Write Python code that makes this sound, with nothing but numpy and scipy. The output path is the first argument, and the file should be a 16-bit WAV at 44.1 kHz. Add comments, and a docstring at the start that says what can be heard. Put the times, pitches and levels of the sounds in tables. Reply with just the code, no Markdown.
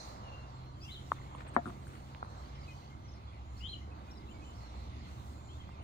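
"""Outdoors: a hand sets river stones down on a hard cover; they click together and knock the panel below.
Clicks are short bursts of partials over decaying panel modes; drags, grazes and skin are shaped noise.
Behind: sine engine notes, a wavering hum and noise rumble; birds are gliding sines with a tree echo,
over a noise chorus, insects and leaf hiss. Two ports: far sound reaches the left one first, by about 0.5 ms."""
import sys
import numpy as np
from scipy import signal
from scipy.fft import rfft, irfft, next_fast_len
from scipy.io import wavfile
from scipy.ndimage import uniform_filter1d, map_coordinates

SR = 44100
rng = np.random.default_rng(int(sys.argv[2]) if len(sys.argv) > 2 else 0)


def to_wav(sig):
    """Store sig (one row per channel, or 1-D mono) as 16-bit WAV at the path in sys.argv[1].

    Samples outside -1..1 are clipped; the rate is SR.
    """
    pcm = np.clip(np.atleast_2d(sig), -1, 1) * 32767
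    pcm = np.round(pcm).astype(np.int16)
    wavfile.write(sys.argv[1], SR, pcm.T)  # frames by channels


N = 257140

# steady layers: (t/s, tyre roar level/dB, bird chorus level/dB, insect level/dB)
LAYER_LEVELS = [(0, -52, -63, -57.5), (.25, -52.5, -65, -67), (.8, -60, -70, -73), (1.15, -57, -64, -69.5),
                (1.55, -53.5, -66.5, -73.5), (1.9, -59, -67.5, -71.5), (2.3, -54.5, -68.5, -69.5),
                (2.6, -56, -64.5, -65.5), (2.95, -58.5, -70, -71.5), (3.45, -59.5, -68, -73.5),
                (3.75, -58.5, -68, -71), (4.0, -56.5, -67, -72.5), (4.3, -58.5, -70.5, -75),
                (4.6, -55.5, -66.5, -65.5), (5.05, -57.5, -64, -67), (5.5, -58, -70.5, -72),
                (5.83, -58.5, -66.5, -73)]
# hiss spectrum of leaves and hand: (f/Hz, relative level/dB per Hz)
RUSTLE_SPECTRUM = [(4400, -6.5), (7500, 5), (8300, -3.5), (9700, -2), (11200, -11.5), (12700, -7),
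                   (15000, -3.5), (16000, -12)]


def amp(db):
    """Amplitude ratio of a level in dB."""
    return 10 ** (np.asarray(db) / 20)


def unit(x):
    """x scaled to rms 1."""
    return x / np.sqrt(np.mean(x ** 2) + 1e-20)


def along(points, hz):
    """(f/Hz, value) points interpolated on a log frequency axis."""
    f, v = np.transpose(points)
    return np.interp(np.log(hz + 1), np.log(f + 1), v)


def curves(rows):
    """One value per sample for each column after the time."""
    s, *cols = np.transpose(rows)
    return [np.interp(np.arange(N) / SR, s, c) for c in cols]


def wobble(rate_hz):
    """Smooth random curve with rate_hz knots a second."""
    knots = rng.standard_normal(int(N * rate_hz / SR) + 4)
    return map_coordinates(knots, [np.arange(N) * rate_hz / SR])


def filtered(x, response):
    """x with its spectrum multiplied by response(hz)."""
    m = next_fast_len(N + SR // 2)
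    return irfft(rfft(x, m) * response(np.fft.rfftfreq(m, 1 / SR)), m)[..., :N]


def ports(left, right, pan_db, late_samples=20):
    """Far sound comes from the left: the right port hears it late_samples later."""
    return np.array([left * amp(pan_db / 2), np.roll(right, late_samples) * amp(-pan_db / 2)])


def rush(spectrum, patchy_db, pan_db):
    """Stereo noise of rms 1, patchy in time and frequency; the ports differ more at high frequency."""
    # likeness of the ports: (f/Hz, correlation [0..1])
    likeness = [(60, 0.9), (130, 1), (300, 0.87), (800, 0.81), (3000, 0.11), (12000, 0.065)]
    z = signal.stft(rng.standard_normal((2, N)), nperseg=512)[2]
    field = uniform_filter1d(rng.standard_normal(z.shape[1:]), size=5, axis=0)
    field = uniform_filter1d(field, size=10, axis=1)
    pair = signal.istft(z * amp(patchy_db * unit(field)), nperseg=512)[1][:, :N]

    def mid_side(hz):
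        angle = np.arccos(np.clip(along(likeness, hz), -1, 1)) / 2
        return amp(along(spectrum, hz)) * [np.cos(angle), np.sin(angle)]

    mid, side = filtered(pair, mid_side)
    return unit(ports(mid + side, mid - side, pan_db))


def tone(rows, waver_db, edge_s, flutter):
    """Sine along (t/s, f/Hz, level/dB) rows, faded at both ends; level wavers, pitch flutters."""
    s, hz, db = np.transpose(rows)
    span = np.arange(round(s[0] * SR), min(round(s[-1] * SR), N))
    t = span / SR
    knots = (t - s[0]) / edge_s
    slow, fast = (map_coordinates(rng.standard_normal(200), [speed * knots]) for speed in (.3, 3))
    gate = np.clip(np.minimum(t - s[0], s[-1] - t) / edge_s, 0, 1)
    pitch_hz = np.interp(t, s, hz) * (1 + flutter * fast)
    phase = 2 * np.pi * (np.cumsum(pitch_hz) / SR + rng.random())
    level = amp(np.interp(t, s, db) + waver_db * slow)
    out = np.zeros(N)
    out[span] = np.sqrt(2) * gate * level * np.sin(phase)
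    return out


def narrow(rows, size):
    """Soft bursts of noise in one narrow high resonance; a larger size makes it narrower."""
    out = np.zeros((2, N))
    for s, length, hz, db, pan_db in rows:
        t = np.arange(round(length * SR)) / SR
        rough = uniform_filter1d(rng.standard_normal((2, 2, SR))[..., :len(t)], size=size)
        band = rough[0] * np.cos(2 * np.pi * hz * t) + rough[1] * np.sin(2 * np.pi * hz * t)
        swell = np.sin(np.pi * t / length) ** .6
        level = amp([[db + pan_db / 2], [db - pan_db / 2]])
        out[:, round(s * SR):][:, :len(t)] += level * unit(band) * swell
    return out


def far_roads():
    """Rumble, road drone and tyre roar: three shaped noises with wandering levels."""
    # spectra: (f/Hz, relative level/dB per Hz)
    rumble_spectrum = [(8.8, -54), (15, -4.5), (40, -15), (70, 4), (93, 1), (156, -8.5), (200, -13.5),
                       (260, -22), (440, -120)]
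    road_spectrum = [(88, -31), (150, -16.5), (195, -3.5), (264, -8.5), (302, -5.5), (430, -13.5),
                     (560, -71), (950, -120)]
    tyre_spectrum = [(250, -28), (430, -15), (488, -3), (527, -5), (816, -1.5), (1130, -2.5), (1800, -17),
                     (2340, -30), (3960, -120)]
    # road drone: (t/s, level/dB)
    road_level = [(0.0, -56.5), (0.41, -59.5), (0.86, -59.5), (1.57, -56.5), (3.68, -60.5), (3.9, -56.5),
                  (4.27, -58), (4.81, -58), (5.29, -58.5), (5.83, -59.5)]
    start_db, growth_db_per_s = -52, .44  # traffic nears
    rumble_db = start_db + growth_db_per_s * np.arange(N) / SR + .8 * wobble(4.2)
    rumble = amp(rumble_db) * rush(rumble_spectrum, patchy_db=1.0, pan_db=-1.0)
    road_db = curves(road_level)[0] + .99 * wobble(5.03)
    road = amp(road_db) * rush(road_spectrum, patchy_db=.1, pan_db=-3.5)
    tyre_db = curves(LAYER_LEVELS)[0] + .35 * wobble(7)
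    tyres = amp(tyre_db) * rush(tyre_spectrum, patchy_db=1.1, pan_db=-1.8)
    return rumble + road + tyres


def engines():
    """Far engine notes: one sine per engine pitch, with slow level waver and slight flutter."""
    # speeds up, changes gear, speeds up again; one table a gear: (t/s, f/Hz, level/dB)
    truck = [
        [(0, 126, -58.5), (.7, 128.5, -55), (1.4, 131, -51.5), (2.1, 134, -55.5), (2.8, 137.5, -56.5),
         (3.15, 134, -60)],
        [(2.95, 108.5, -53.5), (3.5, 110.5, -57), (4.2, 112.5, -65.5), (5, 114.5, -55), (5.83, 115.5, -63)],
    ]
    # second engine: (t/s, f/Hz, level/dB)
    car = [(2.2, 65.8, -71), (3, 67.34, -56), (3.5, 68.82, -51.5), (4.001, 70.95, -49), (4.5, 71.9, -71),
           (5, 71.74, -48), (5.4, 71.35, -54), (5.83, 72.6, -50)]
    notes = sum(tone(rows, waver_db=1.5, edge_s=.09, flutter=.004) for rows in (*truck, car))
    return ports(notes, notes, pan_db=-1.5)


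def hum():
    """Steady 60 Hz sine of randomly wavering level."""
    level = amp(-57.5 + 4 * wobble(3.92))
    wave = np.sqrt(2) * level * np.sin(2 * np.pi * 60 * np.arange(N) / SR)
    return ports(wave, wave, pan_db=-1.5)


def chorus():
    """Blurred chorus of far birds: patchy band noise."""
    # (f/Hz, relative level/dB per Hz)
    chorus_spectrum = [(880, -26), (1500, -57), (1780, -3), (2070, 7.5), (2260, 2.5), (3220, 1), (3700, 2),
                       (4810, -20), (8140, -120)]
    level = amp(curves(LAYER_LEVELS)[1] + 1.03 * wobble(8.4))
    return level * rush(chorus_spectrum, patchy_db=1.95, pan_db=-2.0)


def insects():
    """Band of insects: patchy high noise."""
    # (f/Hz, relative level/dB per Hz)
    insect_spectrum = [(2060, -48), (3500, -27), (3610, -9.5), (4130, 6), (4920, -3.5), (5320, -5),
                       (6180, -4.5), (7240, -8.5), (8280, -26), (9000, -15), (11700, -33), (19800, -120)]
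    level = amp(curves(LAYER_LEVELS)[2] + .96 * wobble(5.5))
    return level * rush(insect_spectrum, patchy_db=2.5, pan_db=-5.0)


def leaves():
    """Leaf hiss: faint, very patchy high noise."""
    return amp(-80.5) * rush(RUSTLE_SPECTRUM, patchy_db=6.5, pan_db=-2.0)


def whine():
    """Thin whine, perhaps one insect: bursts of very narrow noise."""
    # (t/s, length/s, f/Hz, level/dB, left-right level/dB)
    whine_bursts = [(.746, .75, 7040, -78, -10), (3.416, 0.46, 6980, -74, -2), (4.285, .1, 7120, -71.5, -3),
                    (4.415, 0.12, 7170, -69.5, -3), (5.31, 0.33, 7100, -71, -6)]
    return narrow(whine_bursts, size=300)


def murmur(count, db_at_2khz):
    """Many fainter whistles at random moments and pitches, deep in the trees; higher ones are weaker."""
    rows = []
    for when, size, height, *bends in rng.random((count, 5)):
        hz = 2000 * 3 ** height
        middle, end = (1 + .12 * (b - .5) for b in bends)
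        db = db_at_2khz - 6 * np.log2(hz / 2000)
        pan_db = 12 * bends[1] - 6
        rows.append((when * N / SR, .02 + .06 * size, hz, hz * middle, hz * end, db, pan_db))
    return rows


def echo(sent):
    """Echo off trees: convolution with decaying noise, decay time set by frequency."""
    # (f/Hz, t60/s)
    tree_decay = [(2000, .27), (6000, .32)]
    hz, t, z = signal.stft(rng.standard_normal((2, SR // 2)), SR, nperseg=256)
    decay = amp(-60 * t / along(tree_decay, hz)[:, None])
    tail = signal.istft(z * decay, SR, nperseg=256)[1]
    return signal.fftconvolve(sent, tail / np.linalg.norm(tail[0]), axes=1)[:, :N]


def near_bird():
    """Two calls of summed whistled strands; the ports get opposite spectral tilts."""
    # one table a strand; calls climb to a top note and fall, over lower held notes: (t/s, f/Hz, level/dB)
    song = [
        [(.812, 2590, -72), (.84, 2640, -64), (.86, 2785, -54.5), (.876, 2830, -60)],
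        [(.885, 3020, -54), (.905, 3070, -57), (.93, 3060, -62), (.96, 3000, -62)],
        [(.876, 2920, -60), (.888, 3270, -55), (.897, 3480, -53), (.906, 3580, -58), (.92, 4030, -52),
         (.932, 4090, -52), (.948, 3750, -53), (.958, 3340, -57), (.968, 3110, -58), (.992, 3100, -59),
         (1.0, 3150, -68)],
        [(3.603, 2780, -62), (3.616, 2845, -57), (3.64, 3020, -55), (3.654, 3080, -48), (3.668, 3260, -45),
         (3.682, 3300, -55), (3.7, 3200, -59)],
        [(3.63, 3100, -62), (3.65, 3300, -58), (3.672, 3600, -55), (3.686, 3900, -55), (3.696, 4110, -48),
         (3.712, 4065, -49), (3.721, 3900, -52), (3.726, 3450, -56), (3.732, 3170, -46), (3.741, 3025, -45),
         (3.752, 2900, -62)],
    ]
    # one row a call: (right port late/samples, tilt of higher notes to the right/dB per octave, each port)
    facing = [(22, 3), (14, 14)]
    even_hz = 3550  # no tilt here
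    out = np.zeros((2, N))
    for strands, (late, turn_db) in zip((song[:3], song[3:]), facing):
        call = sum(tone(note, waver_db=2.2, edge_s=.005, flutter=.011) for note in strands)

        def tilt(hz):
            octaves = np.log2(np.clip(hz, 2500, 4500) / even_hz)
            return amp(np.outer([-1, 1], turn_db * octaves))

        out += filtered(ports(call, call, pan_db=1.5, late_samples=late), tilt)
    return out


def far_birds():
    """Short whistles, each a sine gliding through three pitches."""
    # (t/s, length/s, start f/Hz, middle f/Hz, end f/Hz, level/dB, left-right level/dB)
    chirps = [(0.233, 0.065, 3000, 2860, 2730, -65, 1), (0.314, 0.07, 2800, 2763, 2805, -59.5, 5),
              (.375, 0.085, 2810, 2760, 2806, -69, 5), (0.534, 0.17, 4250, 4180, 4230, -75, -6),
              (0.797, 0.014, 4340, 4400, 4500, -62, -6), (0.819, 0.024, 4850, 5080, 5360, -59.5, -12),
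              (.845, .012, 5450, 5250, 5100, -64, -4), (.858, .018, 5400, 5400, 5350, -68, -2),
              (.806, .014, 3450, 3480, 3450, -67, 4), (0.809, 0.018, 4650, 4840, 5000, -55, 4),
              (0.822, 0.025, 5250, 5500, 5700, -66, 9), (0.84, 0.022, 5000, 4900, 4950, -66, 0),
              (0.84, .022, 5980, 6020, 6050, -65, -2), (4.545, 0.049, 5450, 5420, 5430, -72, -5),
              (0.828, 0.035, 3300, 3340, 3250, -63, 10), (1.056, .03, 5700, 5480, 4870, -72.5, -7),
              (0.885, 0.035, 2320, 2094, 2040, -69, 9), (2.412, 0.022, 4230, 4400, 4600, -69, -8),
              (2.447, .025, 4340, 4640, 4650, -67, -6), (2.54, .035, 3180, 3150, 3200, -70, 3),
              (2.685, 0.054, 2100, 2070, 2020, -68, 1), (2.545, .032, 5400, 5250, 4750, -71, 0),
              (2.578, .018, 2350, 2280, 2230, -70, -8), (2.612, .04, 2250, 2210, 2190, -72, -8),
              (2.704, 0.034, 2970, 3010, 2970, -69, 12), (2.607, 0.025, 5050, 5100, 5100, -70, -1),
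              (2.628, .03, 4750, 4700, 4450, -66.5, -5), (2.674, 0.045, 2610, 2460, 2500, -62.5, 4),
              (2.897, 0.06, 2135, 2140, 2130, -69, 4), (2.995, 0.11, 5930, 5940, 5900, -77.5, 1),
              (3.077, .022, 4750, 5330, 5300, -64, 4), (3.086, 0.026, 5300, 5200, 4900, -69, 2),
              (3.109, 0.027, 5950, 6130, 6170, -71, -3), (3.13, 0.025, 4850, 5400, 5100, -66, 7),
              (3.15, 0.039, 4820, 4700, 4200, -73, 1), (3.269, 0.033, 3280, 3450, 3230, -65, -1),
              (3.309, 0.027, 2240, 2300, 2420, -85, 4), (3.327, 0.056, 2560, 2210, 1980, -68.5, 5),
              (3.562, 0.027, 4230, 4400, 4750, -64, -6), (3.583, .035, 4380, 4480, 4400, -68, -4),
              (3.59, .018, 5000, 5300, 5650, -68, -2), (3.572, .015, 5500, 5600, 5650, -71, -2),
              (3.573, 0.032, 5080, 5250, 5300, -63, -4), (3.606, 0.016, 5100, 4900, 4750, -61, -2),
              (3.596, 0.037, 2570, 2590, 2560, -69, 8), (3.807, 0.026, 2070, 2100, 2100, -68, 9),
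              (3.906, 0.032, 2540, 2590, 2400, -61.5, 0), (4.105, 0.024, 5620, 5600, 5260, -59.5, 3.5),
              (4.092, .022, 3610, 3920, 4300, -68, 0), (4.132, .016, 4600, 4400, 4250, -68, 2),
              (4.193, .025, 4450, 4650, 4400, -72, 0), (4.198, .03, 3490, 3700, 4000, -70, -4),
              (4.151, .022, 3750, 3950, 4200, -66, -3), (4.166, 0.026, 4970, 5060, 5100, -64.5, 6),
              (4.262, 0.027, 3410, 3910, 3980, -67.5, -1), (4.281, 0.023, 2650, 2740, 2800, -65, 8),
              (4.302, .03, 3030, 3070, 3040, -68, 9), (4.312, 0.03, 2500, 2330, 2270, -69, -10),
              (4.335, 0.094, 2270, 2230, 2250, -68.5, -11), (4.165, 0.091, 2120, 2090, 2030, -74, 0),
              (4.06, .05, 2450, 2450, 2420, -71.5, 2), (4.414, 0.033, 2500, 2530, 2600, -62, 2),
              (4.438, 0.1, 3070, 2990, 3040, -66.5, 3.5), (5.17, 0.043, 3680, 3730, 3660, -68, -15),
              (5.482, 0.06, 3080, 3230, 3500, -65, 6), (5.535, 0.036, 3600, 3640, 3600, -66, 5),
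              (5.595, 0.033, 3300, 3150, 3080, -64, 1), (5.615, 0.049, 2120, 1995, 2080, -75, 4),
              (5.703, 0.033, 2720, 2750, 2680, -72, 7), (5.727, 0.089, 2640, 2383, 2424, -70, 0),
              (5.805, 0.027, 2930, 3030, 3080, -69, 5), (5.787, 0.059, 2670, 2695, 2654, -69.5, 6)]
    out = np.zeros((2, N))
    for s, length, a, b, c, db, pan_db in chirps + murmur(count=80, db_at_2khz=-77.5):
        rows = [(s, a, db), (s + length / 2, b, db), (s + length, c, db)]
        note = tone(rows, waver_db=3, edge_s=.009, flutter=.011)
        out += ports(note, note, pan_db)
    return out


def birds():
    """Near and far whistles, blurred by their echo off the trees."""
    near, far = near_bird(), far_birds()
    near_echo_db, far_echo_db = -2.5, -4.5
    return near + far + echo(amp(near_echo_db) * near + amp(far_echo_db) * far)


def hand():
    """Skin and sleeve on rough stone: each stroke of noise rises, holds and dies away."""
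    # (t/s, hold/s, level/dB)
    hand_strokes = [(0.05, 0.04, -67), (0.87, 0.053, -67), (1.104, 0.037, -70.5), (1.25, 0.25, -80),
                    (1.67, 0.044, -71), (1.865, .04, -70.5), (2.0, 0.12, -75.5), (2.308, .02, -80),
                    (2.41, 0.065, -78), (2.686, 0.1, -73), (3.574, 0.023, -72), (3.69, .03, -80),
                    (4.07, .06, -77), (4.28, .02, -79), (4.47, 0.16, -75), (4.8, 0.03, -76),
                    (5.097, 0.081, -72.5), (5.27, 0.032, -70), (5.357, .12, -86), (5.56, 0.032, -76.5)]
    rise_db_per_s, fall_db_per_s = 161, 117
    t = np.arange(N) / SR
    strokes = np.zeros(N)
    for s, hold, db in hand_strokes:
        slope_db = np.minimum(rise_db_per_s * (t - s), fall_db_per_s * (s + hold - t))
        strokes += amp(db + np.minimum(0, slope_db))
    return strokes * amp(.7 * wobble(25)) * rush(RUSTLE_SPECTRUM, patchy_db=.8, pan_db=-1.5)


def drags():
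    """Stone dragged over the cover: hiss broken into uneven grains, swelling and fading."""
    # (t/s, length/s, level/dB)
    drag_strokes = [(1.152, 0.033, -57), (1.372, 0.062, -54.5), (1.45, 0.051, -53), (1.535, 0.045, -52),
                    (1.654, 0.056, -59.5), (1.863, 0.16, -60.5)]
    # (f/Hz, relative level/dB per Hz)
    grit_spectrum = [(150, -30), (300, -6), (700, -5), (1300, 0), (2300, -5), (4200, -15), (6500, -35)]
    t = np.arange(N) / SR
    swell = sum(amp(db) * np.sin(np.pi * np.clip((t - s) / length, 0, 1)) ** .5
                for s, length, db in drag_strokes)
    return swell * unit(amp(4.5 * wobble(250)) * rush(grit_spectrum, patchy_db=-.5, pan_db=2))


def grazes():
    """Thin high ringing while a stone grazes the cover: narrow noise bursts."""
    # (t/s, length/s, f/Hz, level/dB, left-right level/dB)
    graze_bursts = [(1.115, .03, 8260, -73, -0.5), (1.343, .03, 8900, -74, 8), (1.354, 0.093, 7800, -76, 0),
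                    (1.474, 0.025, 8300, -63, 4), (1.534, 0.028, 8340, -66, 6), (1.654, .046, 8800, -69, 8),
                    (1.868, 0.022, 8800, -65, 2), (1.89, 0.14, 8900, -74, -2), (2.227, .035, 8800, -78, 4),
                    (5.307, .03, 8300, -74, -8)]
    return narrow(graze_bursts, size=140)


def click_burst(u, hz, width_ms, lag_ms, upper_db, grains_db, phases):
    """Blunt contact: partials under a bell-shaped force, sharpened by hard grains at first touch."""
    lead_ms = .03  # the force peaks before the swing
    x = np.maximum(12 + 8.3 * (1000 * u + lead_ms - lag_ms) / width_ms, 0)
    force = (x / 12) ** 12 * np.exp(12 - x)
    turn = 2 * np.pi * hz * u
    upper = amp(upper_db) * np.sin(1.62 * turn + phases[0])
    thud = amp(-14.5) * np.sin(.5 * turn + phases[1])
    grains = amp(grains_db) * np.sin(2.8 * turn + phases[0]) * np.exp(-((x - 9) / 2.5) ** 2)
    return force * (np.sin(-turn) + upper + thud) + grains


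def panel_ring(panel, after, port, soft_db_per_octave, luck_db):
    """Decaying sine modes of the cover, each building up over about its first cycle."""
    ring = np.zeros(len(after))
    for (f, level, t60, pan_db, behind), luck in zip(panel, luck_db):
        mode_db = level + luck + pan_db * (.5 - port) - soft_db_per_octave * np.log2(f / panel[0][0])
        build = 1 - np.exp(-1.5 * f * after)
        ring += amp(mode_db - 60 * after / t60) * np.sin(2 * np.pi * f * after - port * behind) * build
    return ring


def stones():
    """Each contact radiates a burst of a few cycles and rings the panel at new strengths."""
    # (t/s, left level/dB, left-right level/dB, click f/Hz, left width/ms, panel knock level/dB,
    #  hard grains re click/dB, right port late/ms)
    contacts = [(1.1194, -14.5, 5.2, 1130, 1.8, -41, -28, -.1), (1.131, -42, -2, 1040, 2, -60, -30, 0),
                (1.1835, -50, -1, 1150, 2, -58, -20, 0), (1.189, -52, 0, 2100, 3, -62, -30, 0),
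                (1.2015, -48, 0, 1050, 2, -60, -20, 0), (1.216, -52, 0, 2000, 2.5, -62, -30, 0),
                (1.3509, -39.5, -5, 1030, 2.4, -56, -14, 0), (1.56537, -7, 11.5, 1090, 1.05, -20.5, -40, 0),
                (1.5867, -29, 10, 720, 2, -33, -30, .1), (1.6582, -32, 9.5, 1350, 2.4, -34, -25, .12),
                (1.6648, -39, 5, 1500, 2, -36, -25, .12), (1.6677, -36, 5, 1300, 2.5, -33, -25, .12),
                (1.6758, -35, 8, 1200, 1.8, -34, -25, .12), (1.6815, -41, 2, 1300, 2, -36, -25, .2),
                (1.6875, -42, 5, 1200, 2, -38, -25, .3), (1.6978, -39, 7, 1100, 1.5, -42, -25, .2),
                (1.7035, -39, 3, 1250, 2.3, -40, -25, .2), (1.8705, -48, 0, 1550, 1.5, -62, -8, 0),
                (2.1487, -42, -10, 2000, .3, -62, -30, 0), (2.2281, -27, 4, 950, .95, -50, -35, .4),
                (2.22918, -30.5, -2, 1300, 1.55, -56, -35, .28), (2.2489, -37, 8, 1150, .9, -60, -30, .2),
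                (5.6923, -48, -10, 930, .8, -64, -30, 0)]
    # cover modes: (f/Hz, relative level/dB, t60/s, left-right level/dB, right port behind/rad)
    panel_modes = [(240, 3, .04, -2, 0), (345, -10.5, .12, -2, 1.1), (545, -12, .09, 13, 2.8),
                   (700, -5, .18, 11.5, 2.1), (780, -23, .08, 12, 2.8), (942, -14, .12, -3.5, -.6),
                   (1080, -19, .08, -2, -.5), (1219, -14, .08, 7, .9), (1376, -18, .12, -1.5, .2),
                   (1721, -13, .14, -3, 2.8), (1847, -22, .1, 10, 2.7), (2225, -31, .07, 6, 0)]
    shade_ms_per_db, widening = .075, 1.5  # shaded right port: swell lag; added width per lag
    out = np.zeros((2, N + SR))
    t = np.arange(SR // 8) / SR - .005
    after = np.maximum(t, 0)
    for s, left_db, shade_db, hz, left_ms, knock_db, grains_db, late_ms in contacts:
        shade_ms = shade_ms_per_db * max(shade_db, 0)
        luck_db = rng.normal(0, 1.5, len(panel_modes))
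        phases = 2 * np.pi * rng.random((2, 2))
        upper_db = -17 + .45 * min(left_db + 15, 0)  # a faint contact is duller
        soft = min((-19 - knock_db) / 1.2, 9)  # dB/octave; a lighter blow lasts longer
        # the stone comes to rest, sooner after a light blow, and stills the panel
        settle = amp(-9 * (after / (.044 - .002 * soft)) ** 4)
        for port in (0, 1):
            db = left_db - port * shade_db
            lag_ms = port * shade_ms
            width_ms = left_ms + widening * lag_ms
            u = t - port * late_ms / 1000
            click = click_burst(u, hz, width_ms, lag_ms, upper_db, grains_db, phases[port])
            ring = panel_ring(panel_modes, after, port, soft, luck_db)
            sound = amp(db) * click + amp(knock_db) * ring * settle
            out[port, round(s * SR) - SR // 200:][:len(t)] += sound
    return out[:, :N]


def scene():
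    """All layers, background to stones."""
    traffic = far_roads() + engines() + hum()
    garden = chorus() + insects() + leaves() + whine() + birds()
    return traffic + garden + hand() + drags() + grazes() + stones()


def record(dry):
    """Sharp band limit, then faint white hiss."""
    top_hz, hiss_db = 15720, -101
    return filtered(dry, lambda hz: hz < top_hz) + amp(hiss_db) * rng.standard_normal(dry.shape)


dry = scene()
out = record(dry)
to_wav(out)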